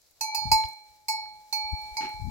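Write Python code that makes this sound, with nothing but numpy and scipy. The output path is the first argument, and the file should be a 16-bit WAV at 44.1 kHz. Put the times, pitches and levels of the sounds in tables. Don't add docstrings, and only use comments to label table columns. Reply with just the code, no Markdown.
import sys
import numpy as np
from scipy import signal
from scipy.fft import rfft, irfft
from scipy.io import wavfile
from scipy.ndimage import uniform_filter1d

SR = 44100
rng = np.random.default_rng(int(sys.argv[2]) if len(sys.argv) > 2 else 0)


def undo_db(level):
    steps = np.asarray(level, float) / 20
    return 10 ** steps


def dump_mix(stems):
    frames = np.atleast_2d(stems).T
    limited = np.clip(frames, -1, 1)
    pcm = np.round(limited * 32767).astype(np.int16)
    wavfile.write(sys.argv[1], SR, pcm)


N = 101429
SIDE = np.array([[.5], [-.5]])

# (time [s], damping by the neck [ratio], old ring kept [0-1], high modes [dB],
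# strike spot [turns])
BLOWS = [
    (0.2095, 0.68, 0.9, -35.5, 0.077),
    (.3466, 0.58, 0, -36, 0.27),
    (0.516, 1.756, 0.19, -28.5, 0.64),
    (0.648, 2.2, 0.69, -79, 0.22),
    (1.0837, 1.456, 0.6, -38, 0.85),
    (1.5263, 0.73, 1, -39.5, 0.7),
    (1.9686, 1.13, 0.6, -50, 0.96),
]
BLOW_FACES = [(0.038, 0.33), (0, 0.84), (0, 0.94), (.5, 1), (0.84, 1), (0, 0.58), (0.95, 0.95)]
# (lower member [Hz]), then (upper member [Hz])
LOWER_HZ = [850, 2214, 4178, 4876, 5887]
UPPER_HZ = [873, 2297, 4279, 5075, 6141]
# (decay T60 [s], left-right [dB], left leads [rad], swing [dB], swing start [turns])
LOWER_MODES = [(1.8, 0, 1 - 1 / 10, 1, 0.13), (0.95, 6.5, 1.42, 3, 0.11), (1.077, -7, -2, 0, 0.083),
               (0.2, -17, 5.5, -4, 0.08), (0.088, -21.5, -6, 0.5, 0.44)]
UPPER_MODES = [(0.62, -3, 1 - 1 / 10, 3.8, 0.24), (1.68, 11, 4.5, 0.33, 1), (0.64, -8.5, -2.5, 4.8, 0.93),
               (0.52, -6, 8, 0.72, 0.065), (0.26, -4, 8, 2, 0.72)]
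# (pair 1 [dB], .. pair 5 [dB])
LOWER_DRIVE = [(-45, -56, -35.5, -38.5, -39), (-31, -52, -46, -31.5, -44), (-37, -29.5, -20, -22.5, -84),
               (-88, -88, -78, -39, -63), (-32.5, -35, -36, -41.5, -46.5), (-31, -42, -47, -41.5, -41),
               (-33, -38, -37, -34.5, -84)]
UPPER_DRIVE = [(-30.5, -72, -27, -53, -32), (-30.5, -45, -31, -55, -40.5), (-10, -38, -37, -26.5, -37),
               (-68, -86, -64, -56, -62), (-27, -50.5, -22, -31, -43), (-45.5, -40, -23, -52, -41.5),
               (-30.5, -41, -32, -47, -36)]
BEAT_STARTS = [(0.23, 0.47, 0.38, 0.0026, 0.68), (1, 0.67, 0.38, 0.55, 0.18), (1, 0.47, 1, 0.27, 0.66),
               (0, 0.2, 0, 0, 0), (0.49, 0.42, 0.38, 1, 0.46), (1, 0, 0.78, .13, 0.46),
               (0.35, 0.43, 0.77, 0.77, .76)]
# (level [dB], T60 [s], left-right [dB], start [turns])
TURNED_LOBES = [(-34.5, 5, 2.5, 0.21), (-38, 3.8, 12, 1), (-24.5, 1.7, -4, .9)]
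TURNED_HZ = [850, 2297, 4279]
TURNED_LEAD = [0.97, 1.7, -2.1]
# (frequency [Hz], struck in front [dB], struck behind [dB], T60 [s], left-right
# [dB])
THIN_MODES = [(2560, 11, 12, 0.13, 6), (3870, -5, -10, 0.19, 1), (4530, -5, -9, 0.18, -6),
              (6672, 4, 7, 0.34, -9), (6813, -3, -4, 0.47, -7), (6925, 5, 13, 0.28, -9),
              (6998, 5, 8, 0.2, -4), (7582, -5, -7, 0.22, 2), (7935, 6, 14, 0.19, 4),
              (8125, -2, 12, 0.19, 5), (8250, 1, 1, 0.24, 2), (8320, -3, 9, 0.28, 0),
              (8607, -6, -44, 0.36, 0), (9765, -4, 11, 0.15, 3),
              (9880, 7, -14, 0.13, 3), (10118, -4, 12, 0.17, -1), (10252, -3, 7, 0.21, 6),
             (10590, -12, 8, 0.36, 1), (11073, 3, 5, 0.22, 2), (11203, 2, 4, 0.29, 0),
             (11862, 6, -9, 0.19, 5), (12405, 3, 7, 0.15, 4), (12603, 5, -16, 0.17, 14),
             (12740, 0, -9, 0.16, 8), (13125, 7, -3, 0.13, 8), (13410, -7, 10, 0.22, 10),
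             (13925, -1, -1, 0.18, 4), (14270, -6, -14, 0.2, 3)]
# (frequency [Hz], level [dB])
CRACK_COLOUR = [(500, -20.5), (1500, -18.5), (2600, -5), (3300, -18.5), (5000, -0.5), (8000, -9.5),
                (9000, -3), (12000, -7.5)]
# (frequency [Hz], left-right [dB])
CLANK_PAN = [(2600, -0.5), (4500, -10), (8000, 16), (12000, 8.5)]
# (time [s], level [dB])
GUSTS = [(0, -88), (.3, -87), (.4, -77), (.47, -50), (.55, -61.5), (.6, -65), (.68, -65.5), (.75, -89),
         (1.2, -78.5), (1.4, -76.5), (1.47, -91), (1.65, -75), (1.78, -69.5), (2.0, -71), (2.12, -95),
         (2.2, -57), (2.26, -42.5), (2.3, -37.5)]
# (frequency [Hz], level [dB])
SOFT_WIND_COLOUR = [(15, -17.5), (30, -27), (58, 3), (120, -5), (200, -12), (400, -12), (900, -94)]
HARD_WIND_COLOUR = [(15, -47), (30, -9), (70, -8), (170, -8), (270, -21), (400, -43), (900, -92)]
# (time [s], level [dB], frequency [Hz], length [s])
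BUFFETS = [(0.388, -46.5, 60, 0.0088), (.424, -48, 91, 0.0047), (0.4572, -25, 142, 0.0038),
           (.4737, -27, 92, 0.0066), (.4953, -33, 120, 0.0048), (0.503, -28.5, 70, 0.009),
           (0.514, -36, 169, 0.0018), (.5222, -28.5, 136, 0.0087), (.532, -26.5, 64.4, 0.0095),
           (0.556, -32.5, 58, 0.0097), (0.6534, -31.5, 78, 0.0083), (0.909, -59, 70, 0.011),
           (1.653, -45, 60, .012), (1.735, -32, 166, 0.0034), (1.737, -20.5, 72.4, 0.011),
           (1.836, -46.5, 64, 0.023), (1.928, -39, 54.6, .013), (2.147, -37.5, 81.6, 0.0052),
           (2.16, -39, 50.7, 0.0092), (2.184, -39, 50.6, 0.0093), (2.201, -34, 88.35, 0.0058),
           (2.2214, -24, 90, 0.0044), (2.232, -29, 80, 0.0057), (2.24, -25, 80, 0.0079),
           (2.252, -32, 60, 0.011), (2.2686, -24.5, 160, 0.0026), (2.275, -22.5, 125, 0.0037),
           (2.286, -21, 141, 0.0025), (2.2905, -18.5, 87.5, 0.006)]
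# (time [s], length [s], level [dB])
TEARS = [
    (0.57, 0.049, -61.5),
    (2.006, 0.099, -38.5),
]
# (frequency [Hz], level [dB])
TEAR_COLOUR = [(200, -1.5), (350, 6), (600, -15.5), (1400, -4.5), (2700, -1.5), (3500, -10.5), (6000, -12),
               (12000, -51)]
# (time [s], level [dB], frequency [Hz], left-right [dB])
TICKS = [(.0169, -55.5, 8000, 11), (0.1108, -56, 10600, 19), (0.184, -65, 3370, -4), (0.61, -42, 3300, 2),
         (.638, -33, 3150, 1), (.656, -43, 3000, -3), (0.6872, -43, 9900, 15.5), (.733, -50, 9600, 12),
         (.84, -58.5, 11300, 9), (1.26, -50, 1380, 5), (1.7226, -49, 9720, 14), (1.8184, -47, 12100, 13),
         (2.093, -44, 13000, 12), (2.24, -71, 6000, -2)]
# (frequency [Hz], level [dB])
HISS_COLOUR = [(250, -12.5), (600, -1), (1250, -11.5), (2200, -8.5), (3000, -9.5), (4000, -1), (7500, -6),
               (16000, -12)]
# (time [s], level [dB])
FLOCK_STIR = [(0, -2.5), (.3, -1), (.6, 12.5), (.8, -2), (1.05, -2), (1.4, 0), (1.7, 4.5), (2.0, 5.5),
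              (2.3, 5)]
# (frequency [Hz], half width [Hz])
VALLEYS = [(2980, 200), (3520, 220), (9100, 330)]
# (frequency [Hz], width [Hz], level [dB])
HOUSING_NOTCHES = [(9040, 680, -10), (3340, 700, -4)]


def evened(x):
    return x / np.sqrt(np.mean(x ** 2) + 1e-20)


def wander(shape, size):
    return evened(uniform_filter1d(rng.standard_normal(shape), size))


def along(points, x):
    return np.interp(x, *np.transpose(points))


def shaped(x, points):
    f, db = np.transpose(points)
    hz = np.fft.rfftfreq(x.shape[-1], 1 / SR)
    colour_db = np.interp(np.log(hz + 1), np.log(f), db)
    return evened(irfft(rfft(x) * undo_db(colour_db), x.shape[-1]))


def add(mix, s, sound):
    part = mix[:, round(s * SR):][:, :sound.shape[1]]
    part += sound[:, :part.shape[1]]


def bell():
    out = np.zeros((2, N))
    for b, ((s, damp, kept, high_db, spot), (face, wide)) in enumerate(zip(BLOWS, BLOW_FACES)):
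        choke = out[:, round(s * SR):] * (kept - 1)
        add(out, s, choke * np.minimum(np.arange(choke.shape[1]) / 100, 1))
        ring_pairs(out, s, LOWER_HZ, LOWER_MODES, LOWER_DRIVE[b], np.zeros(5), damp, wide, spot)
        ring_pairs(out, s, UPPER_HZ, UPPER_MODES, UPPER_DRIVE[b], BEAT_STARTS[b], damp, wide, spot)
        if b == 0:
            ring_turned_lobes(out, s)
        ring_thin_modes(out, s, b, face, high_db)
        add(out, s, clank(high_db))
    return out


def ring_pairs(out, s, pitches, modes, drive, starts, damp, wide, spot):
    t = np.arange(min(N - round(s * SR), SR)) / SR
    for hz, db, start, (t60, pan_db, lead, swing_db, turn) in zip(pitches, drive, starts, modes):
        t60 = t60 / damp
        heard = t[:round(SR * t60)]
        add(out, s, ring(heard, hz, db, t60, pan_db, lead, wide * swing_db, spot + turn, start))


def ring_turned_lobes(out, s):
    t = np.arange(min(N - round(s * SR), SR)) / SR
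    for (db, t60, pan_db, start), hz, lead in zip(TURNED_LOBES, TURNED_HZ, TURNED_LEAD):
        add(out, s, ring(t, hz, db, t60, pan_db, lead, 0, 0, start, rise_s=0.064))


def ring_thin_modes(out, s, b, face, high_db):
    flutter, thin_db = 0.4, -13.5
    t = np.arange(min(N - round(s * SR), SR // 4)) / SR
    for k, (hz, front_db, back_db, t60, pan_db) in enumerate(THIN_MODES):
        shimmer = 1 + flutter * wander((2, len(t)), 500)
        db = high_db + thin_db + front_db + face * (back_db - front_db)
        add(out, s, shimmer * ring(t, hz, db, t60, pan_db, k + b, 0.4, k / 4))


def ring(t, hz, db, t60, pan_db, lead, swing_db, turn, start=0, rise_s=0):
    rise_cycles, swing_hz = 1.43, 2.27
    swing = swing_db * np.sin(2 * np.pi * (swing_hz * t + turn) + SIDE)
    rise = 1 - np.exp(-t / (rise_cycles / hz + rise_s))
    level = undo_db(db + SIDE * pan_db + swing - 60 * t / t60)
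    return rise * level * np.sin(2 * np.pi * (hz * t + start) + SIDE * lead)


def clank(db):
    crack_db, crack_t60 = 16.5, 0.018
    thicket_db, thicket_t60, jag_db = 4, 0.17, 8
    t = np.arange(SR // 4) / SR
    hz = np.fft.rfftfreq(len(t), 1 / SR)
    crack, thicket = shaped(rng.standard_normal((2, 2, len(t))), CRACK_COLOUR)
    jag = wander((2, len(hz)), 12)
    thicket = evened(irfft(rfft(thicket) * undo_db(jag_db * jag + SIDE * along(CLANK_PAN, hz)), len(t)))
    crack = undo_db(db + crack_db - 60 * t / crack_t60) * crack
    thicket = undo_db(db + thicket_db - 60 * t / thicket_t60) * thicket
    return np.minimum(t / 0.0044, 1) * (crack + thicket)


def wind():
    wind_db, right_db = 9.5, -45
    t = np.arange(N) / SR
    gust_db = along(GUSTS, t)
    hard = np.clip((gust_db + 74) / 20, 0, 1)
    a, b = rng.standard_normal((2, 2, N))
    push = (1 - hard) * shaped(a, SOFT_WIND_COLOUR) + hard * shaped(b, HARD_WIND_COLOUR)
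    power = uniform_filter1d(uniform_filter1d(push ** 2, 700), 700)
    push = push / np.sqrt(power + 0.0072) * undo_db(gust_db + wind_db)
    puffs = np.zeros(N)
    for s, db, hz, length in BUFFETS:
        puffs -= undo_db(db) * np.exp(-((t - s) / length) ** 2) * np.cos(2 * np.pi * hz * (t - s))
    return (push + puffs) * undo_db(np.array([[0], [right_db]]))


def tearing():
    fibres_per_s, fibre_spread_db = 3000, 2.5
    out = np.zeros((2, N))
    for s, length, db in TEARS:
        u = np.arange(SR // 4) / SR / length
        strength = undo_db(fibre_spread_db * rng.exponential(1, len(u)))
        snaps = (rng.random(len(u)) < fibres_per_s / SR) * strength
        snaps = snaps * rng.standard_normal(len(u)) + rng.standard_normal((2, len(u)))
        clumps = wander(len(u), 300)
        pull = np.minimum(.5 + 2 * u, 1) * undo_db(-20 * np.maximum(u - .25, 0) + 2 * clumps)
        add(out, s, undo_db(db) * pull * shaped(snaps, TEAR_COLOUR))
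    return out


def twigs():
    tick_t60 = 0.0079
    out = np.zeros((2, N))
    t = np.arange(800) / SR
    for s, db, hz, pan_db in TICKS:
        band = [(hz / 4, -40), (hz / np.sqrt(2), 0), (hz * np.sqrt(2), 0), (hz * 2, -30)]
        snap = shaped(rng.standard_normal(len(t)), band)
        add(out, s, snap * undo_db(db - 60 * t / tick_t60 + pan_db * SIDE))
    return out


def hiss():
    hiss_db, same = -62, 0.13
    a, b = rng.standard_normal((2, N))
    ports = np.array([a, same * a + np.sqrt(1 - same ** 2) * b])
    x = shaped(ports, [(60, -0.34)] + HISS_COLOUR)
    flicker_db = wander(N, 1500)
    return x * undo_db(hiss_db + along(FLOCK_STIR, np.arange(N) / SR) + flicker_db)


def scene():
    return bell() + wind() + tearing() + twigs() + hiss()


def housing(x):
    edge_hz = 15900
    hz = np.fft.rfftfreq(N, 1 / SR)
    colour_db = -np.maximum(hz - edge_hz, 0) / 20
    for f, width, db in HOUSING_NOTCHES:
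        colour_db += db * np.exp(-((hz - f) / width) ** 2)
    return irfft(rfft(x) * undo_db(colour_db), N)


def empty_valleys(x):
    margin_db, waver_db = 43, 3
    hz = np.fft.rfftfreq(N, 1 / SR)
    power = uniform_filter1d((x ** 2).mean(0), 900)
    for f, width in VALLEYS:
        valley = irfft(rfft(x) * np.exp(-((hz - f) / width) ** 6), N)
        valley_power = abs(uniform_filter1d((valley ** 2).mean(0), 900))
        under_db = 10 * np.log10(power / (valley_power + 1e-14) + 1e-9)
        shut = under_db + waver_db * wander(N, 1800) > margin_db
        x = x - valley * uniform_filter1d(1. * shut, 400)
    return x


def band_limit(x):
    return signal.sosfilt(signal.butter(12, 16470, fs=SR, output="sos"), x)


def record(dry):
    mix = empty_valleys(housing(dry))
    return band_limit(mix)


dry = scene()
out = record(dry)
dump_mix(out)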